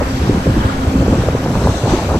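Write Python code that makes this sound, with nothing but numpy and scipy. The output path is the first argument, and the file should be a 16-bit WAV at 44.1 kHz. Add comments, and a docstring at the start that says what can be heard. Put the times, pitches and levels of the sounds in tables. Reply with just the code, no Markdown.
"""Wind thumps and flutters in gusts on a small handheld microphone pair, aboard a sailing boat running fast.
The wind is a shower of short sliding swirls, with single strong eddies placed one by one.
The wake hisses and fizzes, more and more from the left: filtered noise and drops in drifting patches.
A low tone, probably a foil or a taut line singing, hums underneath: a wavering sine with a weak octave.
The stereo of the top bands is as lossy stereo coding leaves it."""
import sys
import numpy as np
from scipy import signal
from scipy.fft import rfft, irfft
from scipy.io import wavfile
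from scipy.ndimage import uniform_filter1d

SR = 44100
rng = np.random.default_rng(int(sys.argv[2]) if len(sys.argv) > 2 else 0)


def to_wav(s):
    """Save 16-bit WAV."""
    ch = np.atleast_2d(s).T  # columns
    pcm = np.round(np.clip(ch, -1, 1) * 32767)  # PCM
    wavfile.write(sys.argv[1], SR, pcm.astype(np.int16))


N = 96667


def amp(db):
    """Decibel law: 20 dB is a factor of ten in amplitude."""
    return 10 ** (np.asarray(db) / 20)


def evened(x):
    """Normalization: scales a signal to an rms of 1."""
    return x / np.sqrt(np.mean(x ** 2) + 1e-20)


def read(points, hz):
    """Spectral interpolation: reads a spectrum table on a log-frequency axis."""
    f, value = np.transpose(points)
    return np.interp(np.log(hz + 1), np.log(f + 1), value)


def curve(table, column, t=None):
    """Linear interpolation: joins one column of a time table by straight lines."""
    rows = np.array(table, float)
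    times = np.arange(N) / SR if t is None else t
    return np.interp(times, rows[:, 0], rows[:, column])


def drift(t, low_hz, high_hz):
    """Random-phase superposition: many slow sines add up to a chance fluctuation of rms 1."""
    total = 0
    for f in np.geomspace(low_hz, high_hz, 30):
        total = total + np.sin(2 * np.pi * (f * t + rng.random())) / np.sqrt(f)
    return evened(total)


def colour(x, spectrum):
    """Linear filtering: multiplies the spectrum of a sound by a table, then sets its rms to 1."""
    gain = amp(read(spectrum, np.fft.rfftfreq(N, 1 / SR)))
    return evened(irfft(rfft(x) * gain, N))


def swirl(hz, cycles, fall, phase):
    """Gaussian wave packet with a chirp: a few cycles under a bell, sliding in pitch."""
    u = np.arange(-3 * cycles, 3 * cycles, hz / SR)  # time in cycles
    bell = np.exp(-.5 * (u / cycles) ** 2)
    return bell * np.cos(2 * np.pi * (u - fall * u ** 2 / 2 + phase))


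def grains(per_s, spread_db, low_hz, high_hz, cycles, fall, count=24):
    """Shot noise: random swirls of many pitches, rarer when lower; per_s is the rate at the top pitch."""
    out = np.zeros(N)
    for hz in np.geomspace(low_hz, high_hz, count):
        when = rng.random(N) < per_s * hz / high_hz / SR
        size = amp(spread_db * np.minimum(rng.exponential(1, N), 4))
        shape = swirl(hz, cycles, fall, rng.random())
        out += signal.oaconvolve(when * size, shape / np.linalg.norm(shape), "same")
    return evened(out)


EDDY_CYCLES, EDDY_FALL = 0.64, 0.15  # width of the bell in cycles; share of pitch lost per cycle
# The strongest eddies on the microphone.
# Each row: centre in seconds, pitch in Hz, peak level of the bell in dB.
STRONG_EDDIES = [(0.021, 462, -8.5), (0.298, 330, -0.5), (0.307, 106, -7), (0.324, 47, -13),
                 (0.35, 205, -5.5), (0.36, 385, -10), (0.373, 356, -11), (0.38, 204, -6), (0.403, 189, -16),
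                 (0.453, 297, -16), (0.462, 330, -11), (0.468, 530, -11), (0.471, 387, -6.5),
                 (0.49, 112, -10), (0.478, 156, -4), (0.501, 104, -4), (0.559, 207, -10),
                 (0.57, 239.2, -10), (0.579, 278, -7), (0.588, 129, -8), (0.591, 49.3, -11.5),
                 (0.612, 190.4, -8.5), (0.654, 107, -5.5), (0.72, 103, -13.5), (0.725, 760.5, -16),
                 (0.881, 100.8, -10), (0.958, 207, -7.5), (1.025, 111, -9.5), (1.025, 500.4, -10),
                 (1.044, 225, -15), (1.063, 323.4, -9.5), (1.066, 640, -11), (1.079, 205, -6.5),
                 (1.083, 407.8, -6), (1.09, 60, -9), (1.129, 260, -3), (1.13, 78.76, -8),
                 (1.139, 428, -8.5), (1.186, 356.8, -8.5), (1.197, 196, -15), (1.199, 112.6, -7),
                 (1.239, 483, -9), (1.25, 151, -16.5), (1.287, 507, -2), (1.288, 990, -13),
                 (1.352, 465.5, -4.5), (1.362, 110.5, -8.5), (1.446, 250, -15), (1.461, 430, -11.5),
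                 (1.462, 766, -10.5), (1.555, 960, -9), (1.56, 127, -12), (1.575, 64.4, -6.5),
                 (1.641, 212, -11), (1.653, 477, -6.5), (1.659, 71.8, -11), (1.673, 846, -9.5),
                 (1.674, 560, -5.5), (1.688, 435, -6.5), (1.698, 91.5, -4.5), (1.83, 703, -13),
                 (1.839, 486, -8.5), (1.843, 112, -5.5), (1.863, 485, -11), (1.875, 744, -13),
                 (1.908, 640, -11), (1.908, 134, -16), (1.92, 840, -14), (1.927, 47.8, -11),
                 (1.926, 206, -7), (1.937, 940, -16.0), (1.946, 332, -7.5), (1.973, 756, -18),
                 (1.989, 760, -9), (2.102, 1070, -12.5), (2.11, 620, -8), (2.119, 832, -10),
                 (2.146, 915, -13), (2.151, 484, -11), (2.16, 416, -7.5), (2.166, 189, -12)]


def strong_eddies():
    """Turbulent pressure pulses: each strong eddy is one short packet of falling pitch."""
    out = np.zeros(N + SR)
    for s, hz, db in STRONG_EDDIES:
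        eddy = amp(db) * swirl(hz, EDDY_CYCLES, EDDY_FALL, rng.random())
        start = round(s * SR) - len(eddy) // 2
        out[start:start + len(eddy)] += eddy
    return out[:N]


def eddy_tails():
    """Exponential decay: strong eddies, chiefly high ones, leave a dying envelope for ragged rattle."""
    tail_db, tail_s, tail_from_hz = -25, 0.0055, 540
    kicks = np.zeros(N)
    for s, hz, db in STRONG_EDDIES:
        kicks[round(s * SR)] += amp(db + tail_db) / (1 + (tail_from_hz / hz) ** 4)
    tails = signal.lfilter([1], [1, -np.exp(-1 / (tail_s * SR))], kicks)
    return uniform_filter1d(tails, size=100)


def small_eddies():
    """Turbulence as shot noise: a shower of small swirls mixed with smooth filtered noise."""
    share = 0.55  # of the shower in the mixture
    lumps = grains(500, 4.5, 35, 1500, EDDY_CYCLES, EDDY_FALL)
    smooth = colour(rng.standard_normal(N), [(20, -12.5), (1500, -6.5), (3000, -40)])
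    return share * lumps + (1 - share) * smooth


# Strength of the gusts, before the quick puffs.
# Each row: time in seconds, level of the low rumble in dB, of the flutter in dB, of the higher rattle in dB.
GUST_LEVELS = [(0, -19, -38, -24.5), (.07, -19, -27.5, -30), (.19, -23.5, -29.5, -34),
               (.26, -19.5, -19, -32), (.31, -24, -18, -30), (.37, -18, -28, -29), (.43, -28, -34, -33),
               (.475, -21, -16, -30.5), (.53, -21, -25, -32), (.585, -19.5, -18, -29.5),
               (.67, -20, -28, -32.5), (.72, -21, -27, -36), (.79, -25.5, -29.5, -37.5),
               (.87, -19.5, -25.5, -29), (.95, -21, -21.5, -29.5), (1.05, -17.5, -20, -29),
               (1.13, -23, -22, -26), (1.165, -22, -23, -25.5), (1.2, -16.5, -22, -25),
               (1.26, -18.5, -28, -26), (1.32, -18.5, -29, -30), (1.37, -19, -26.5, -29.5),
               (1.45, -18, -29, -27), (1.5, -16, -17, -28.5), (1.57, -14, -23, -26),
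               (1.61, -20, -22.5, -24.5), (1.68, -24, -20, -22.5), (1.73, -16.5, -23.5, -27.5),
               (1.79, -26, -30.5, -29.5), (1.84, -21, -25, -23.5), (1.92, -22, -20, -22),
               (1.99, -29, -21, -25.5), (2.04, -23, -26, -26.5), (2.08, -19, -31, -30),
               (2.115, -18, -28, -19.5), (2.135, -25, -23, -25), (2.16, -19, -18.5, -20.5),
               (2.19, -19, -24, -36)]
# Spectra of the three wind layers. Each row: frequency in Hz, relative spectral gain in dB.
RUMBLE_SPECTRUM = [(15, -40), (30, -27), (55, 5.5), (90, -1), (140, -7), (250, -17.5), (450, -44),
                   (900, -52), (3000, -90)]
FLUTTER_SPECTRUM = [(60, -8), (150, 3.5), (300, 0), (450, -9), (800, -27.5), (1500, -33), (4000, -62)]
RATTLE_SPECTRUM = [(150, -26), (350, -5), (550, 0.5), (850, -4), (1200, -11), (2200, -18), (5000, -60)]


def wind():
    """Amplitude modulation of turbulence: gusts and puffs swell three bands, alike in both channels."""
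    air = small_eddies()
    puffs = drift(np.arange(N) / SR, 8, 50)
    rumble_gain = amp(curve(GUST_LEVELS, column=1) + 0.36 * puffs)
    flutter_gain = amp(curve(GUST_LEVELS, column=2) + 0.99 * puffs)
    rattle_gain = amp(curve(GUST_LEVELS, column=3) + 1.6 * puffs) + eddy_tails()
    rumble = colour(air, RUMBLE_SPECTRUM) * rumble_gain
    flutter = colour(air, FLUTTER_SPECTRUM) * flutter_gain
    rattle = colour(air, RATTLE_SPECTRUM) * rattle_gain
    return rumble + flutter + rattle + strong_eddies()


# The bass is nearly the same in both channels, below a rising frequency.
# Each row: time in seconds, that frequency in Hz, level of the differing bass relative to the rumble in dB.
MONO_BASS = [(0, 447, -21.5), (.9, 480, -19.5), (1.2, 800, -45), (1.45, 950, -50), (2.19, 950, -54)]


def wide_share(hz, t):
    """Crossover: share of stereo width, near 0 below the mono frequency and near 1 above it."""
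    return 1 / (1 + (curve(MONO_BASS, column=1, t=t) / (hz + 1)) ** 10.8)


def wind_apart(air):
    """Quadrature phase shift: the upper wind, turned a quarter cycle, spreads between the channels."""
    hz, t, z = signal.stft(air, SR, nperseg=1024)
    turned = 1j * z * wide_share(hz[:, None], t)
    return amp(-8.5) * signal.istft(turned, SR, nperseg=1024)[1][:N]


# Spectrum of the differing rumble. Each row: frequency in Hz, relative spectral gain in dB.
APART_SPECTRUM = [(20, -10), (60, 4), (250, 2), (450, -2), (700, -17), (2000, -70)]


def rumble_apart():
    """Decorrelated noise: a faint rumble that follows the gusts and differs between the channels."""
    level_db = curve(GUST_LEVELS, column=1) + curve(MONO_BASS, column=2)
    return colour(rng.standard_normal(N), APART_SPECTRUM) * amp(level_db)


FRAME, HOP = 512, 128  # samples of the short-time spectra of the water


def drop_spectrum(frames):
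    """Shot noise of bursting drops: short packets of slightly rising pitch, as a short-time spectrum."""
    drops = np.pad(grains(2500, 8, 700, 8000, 1.8, -0.0059), (0, 1024))
    z = signal.stft(drops, nperseg=FRAME, noverlap=FRAME - HOP)[2][:, :frames]
    return z / np.sqrt(np.mean(abs(z[20:80]) ** 2) / 2)


def water_noise(frames):
    """Superposition: complex random noise makes the hiss, and drops are added to it."""
    drops_db = -12.5  # relative to the real or imaginary part of the noise
    real, imaginary = rng.standard_normal((2, FRAME // 2 + 1, frames))
    return real + 1j * imaginary + amp(drops_db) * drop_spectrum(frames)


# Likeness of the channels: of the water up to 8.5 kHz, above that as lossy stereo coding leaves it.
# Each row: frequency in Hz, likeness from 0 to 1.
LIKENESS = [(1000, .5), (1600, .42), (2500, .3), (4000, .27), (7000, .33), (8500, .33), (9300, .8),
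            (10300, .3), (10900, .55), (11150, 1), (12950, 1), (13200, .4), (13500, .4), (13750, 1)]
# Channel phase of the top bands, as lossy stereo coding leaves it: opposite or together.
# Each row: frequency in Hz, phase of left against right in radians.
CODED_PHASE = [(8200, -2), (8800, -np.pi), (9800, -np.pi), (11200, -2 * np.pi), (12900, -2 * np.pi),
               (13600, -3 * np.pi)]


def stereo_water(hz, t):
    """Interchannel coherence: the left mixes a phase-shifted copy of the right with independent noise."""
    lag_s, lag_from_hz = 0.000492, 510  # the left lags above the bass, up to the coded top bands
    one, two = water_noise(len(t)), water_noise(len(t))
    wide = wide_share(hz, t)
    alike = 1 - wide * (1 - read(LIKENESS, hz))
    lag = -2 * np.pi * lag_s * hz ** 3 / (hz ** 2 + lag_from_hz ** 2)
    phase = np.where(hz < CODED_PHASE[0][0], lag * wide, read(CODED_PHASE, hz))
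    left = alike * np.exp(1j * phase) * one + np.sqrt(1 - alike ** 2) * two
    return left, one


def smooth_patches(frames, over_frames, over_bins):
    """Moving average: random values smoothed over time and frequency into patches of rms 1."""
    noise = rng.standard_normal((FRAME // 2 + 1, frames))
    in_time = uniform_filter1d(noise, size=over_frames, axis=1)
    return evened(uniform_filter1d(in_time, size=over_bins, axis=0))


# Strength of the wake, before its spectrum and fluctuations.
# Each row: time in seconds, level of the rush in dB, level of the fizz in dB, full lean to the left in dB.
WAKE_LEVELS = [(0, -29, -40, 3), (.1, -33, -38, 2.5), (.25, -31.5, -36, 3.5), (.4, -31, -37.5, 4),
               (.52, -33, -39.5, 4.5), (.64, -27, -38, 4.5), (.72, -27.5, -38, 7), (.78, -29, -39.5, 6),
               (.9, -33, -39, 5), (1.05, -31, -39, 7), (1.2, -32.5, -37, 6.5), (1.35, -30, -40, 8),
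               (1.52, -35, -38, 7), (1.6, -34.5, -38.5, 9), (1.68, -33, -34.5, 8), (1.78, -33, -34.5, 9.5),
               (1.86, -35, -36.5, 9), (1.91, -28, -32, 11.5), (1.97, -31.5, -32.5, 8.5),
               (2.05, -34, -37.5, 8.5), (2.12, -33.5, -37.5, 9), (2.19, -37, -37, 8)]
# Spectrum of the water. Each row: frequency in Hz, gain in dB added to the wake levels.
WATER_SPECTRUM = [(60, 2.5), (300, -6), (700, -8.5), (1200, -6.5), (2000, -11.5), (3000, -12.5),
                  (4500, -15), (6500, -16.5), (8000, -18.5), (9300, -23.5), (11000, -25.5), (14900, -29),
                  (15400, -33)]
# Where the lean is heard. Each row: frequency in Hz, share of the full lean.
LEAN_SHARE = [(500, 0.0055), (1500, 0.084), (3000, 0.5), (6000, 0.88), (8000, 0.94), (9500, 0.17),
              (11000, 0)]


def wake():
    """Time-varying filtering of noise: rush and fizz drift in patches, louder on the left."""
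    frames, hz = N // HOP + 5, np.fft.rfftfreq(FRAME, 1 / SR)[:, None]
    t = np.arange(frames) * HOP / SR
    left, right = stereo_water(hz, t)
    half_lean_db = read(LEAN_SHARE, hz) * curve(WAKE_LEVELS, column=3, t=t) / 2
    z = np.array([left * amp(half_lean_db), right * amp(-half_lean_db)])

    rush_db, fizz_db = curve(WAKE_LEVELS, column=1, t=t), curve(WAKE_LEVELS, column=2, t=t)
    fizz_from_hz, fizz_to_hz = 2770, 9800
    fizz = 1 / (1 + (fizz_from_hz / (hz + 1)) ** 4)
    below_top = 1 / (1 + (hz / fizz_to_hz) ** 8)
    # the very top keeps the steady median level of the fizz
    upper_db = below_top * fizz_db + (1 - below_top) * np.median(fizz_db)
    level_db = (1 - fizz) * rush_db + fizz * upper_db

    patches_db = 1.0 * smooth_patches(frames, over_frames=6, over_bins=12)
    flicker_db = 1.14 * smooth_patches(frames, over_frames=90, over_bins=5)
    swell_db = 0.44 * drift(t, 1.847, 26)
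    z *= amp(read(WATER_SPECTRUM, hz) + level_db + patches_db + flicker_db + swell_db)
    return signal.istft(z, nperseg=FRAME, noverlap=FRAME - HOP)[1][:, :N]


# The singing tone, before its random waver. Each row: time in seconds, pitch in Hz, level in dB.
HUM_TRACK = [(0, 265.7, -27), (.12, 263.9, -25.5), (.25, 264.5, -36), (.36, 262.6, -37), (.47, 266.3, -26),
             (.62, 265.8, -30.5), (.72, 264.7, -25.5), (.9, 265, -24.5), (1.05, 263.6, -19),
             (1.15, 265.1, -22), (1.25, 265.1, -35), (1.42, 265.2, -28.5), (1.55, 262.5, -27),
             (1.75, 260.8, -38.5), (2.19, 264.6, -43)]


def hum():
    """Frequency and amplitude modulation: a wavering tone with a breathy edge and a weak octave."""
    t = np.arange(N) / SR
    pitch_hz = curve(HUM_TRACK, column=1) + 1.0 * drift(t, 2.06, 11.65)
    turn = 2 * np.pi * np.cumsum(pitch_hz) / SR
    # random slow factors on sine and cosine blur the spectral line
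    fuzz = drift(t, 1.81, 16) * np.sin(turn) + drift(t, 2.035, 16) * np.cos(turn)
    tone = np.sin(turn) + amp(-7.5) * fuzz + amp(-13.0) * np.sin(2 * turn)
    waver_db = 3 * drift(t, 3.15, 28.7)
    return np.sqrt(2) * tone * amp(curve(HUM_TRACK, column=2) + waver_db)


def scene():
    """Mid-side superposition: wind and hum in the middle, the wake in stereo, side parts in opposite sign."""
    air = wind()
    side = rumble_apart() + wind_apart(air)
    return air + hum() + wake() + side * np.array([[1], [-1]])


def record(dry):
    """Saturation and band limiting: the loudest thumps bend into a soft ceiling, then a low-pass follows."""
    knee, edge_hz = .78, 15300  # knee as a share of full scale
    over = np.maximum(abs(dry) - knee, 0)
    size = np.minimum(abs(dry), knee) + (1 - knee) * np.tanh(over / (1 - knee))
    bent = np.sign(dry) * size
    low_pass = signal.firwin(511, edge_hz, window=("kaiser", 9), fs=SR)
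    return signal.oaconvolve(bent, low_pass[None], "same")


dry = scene()
out = record(dry)
to_wav(out)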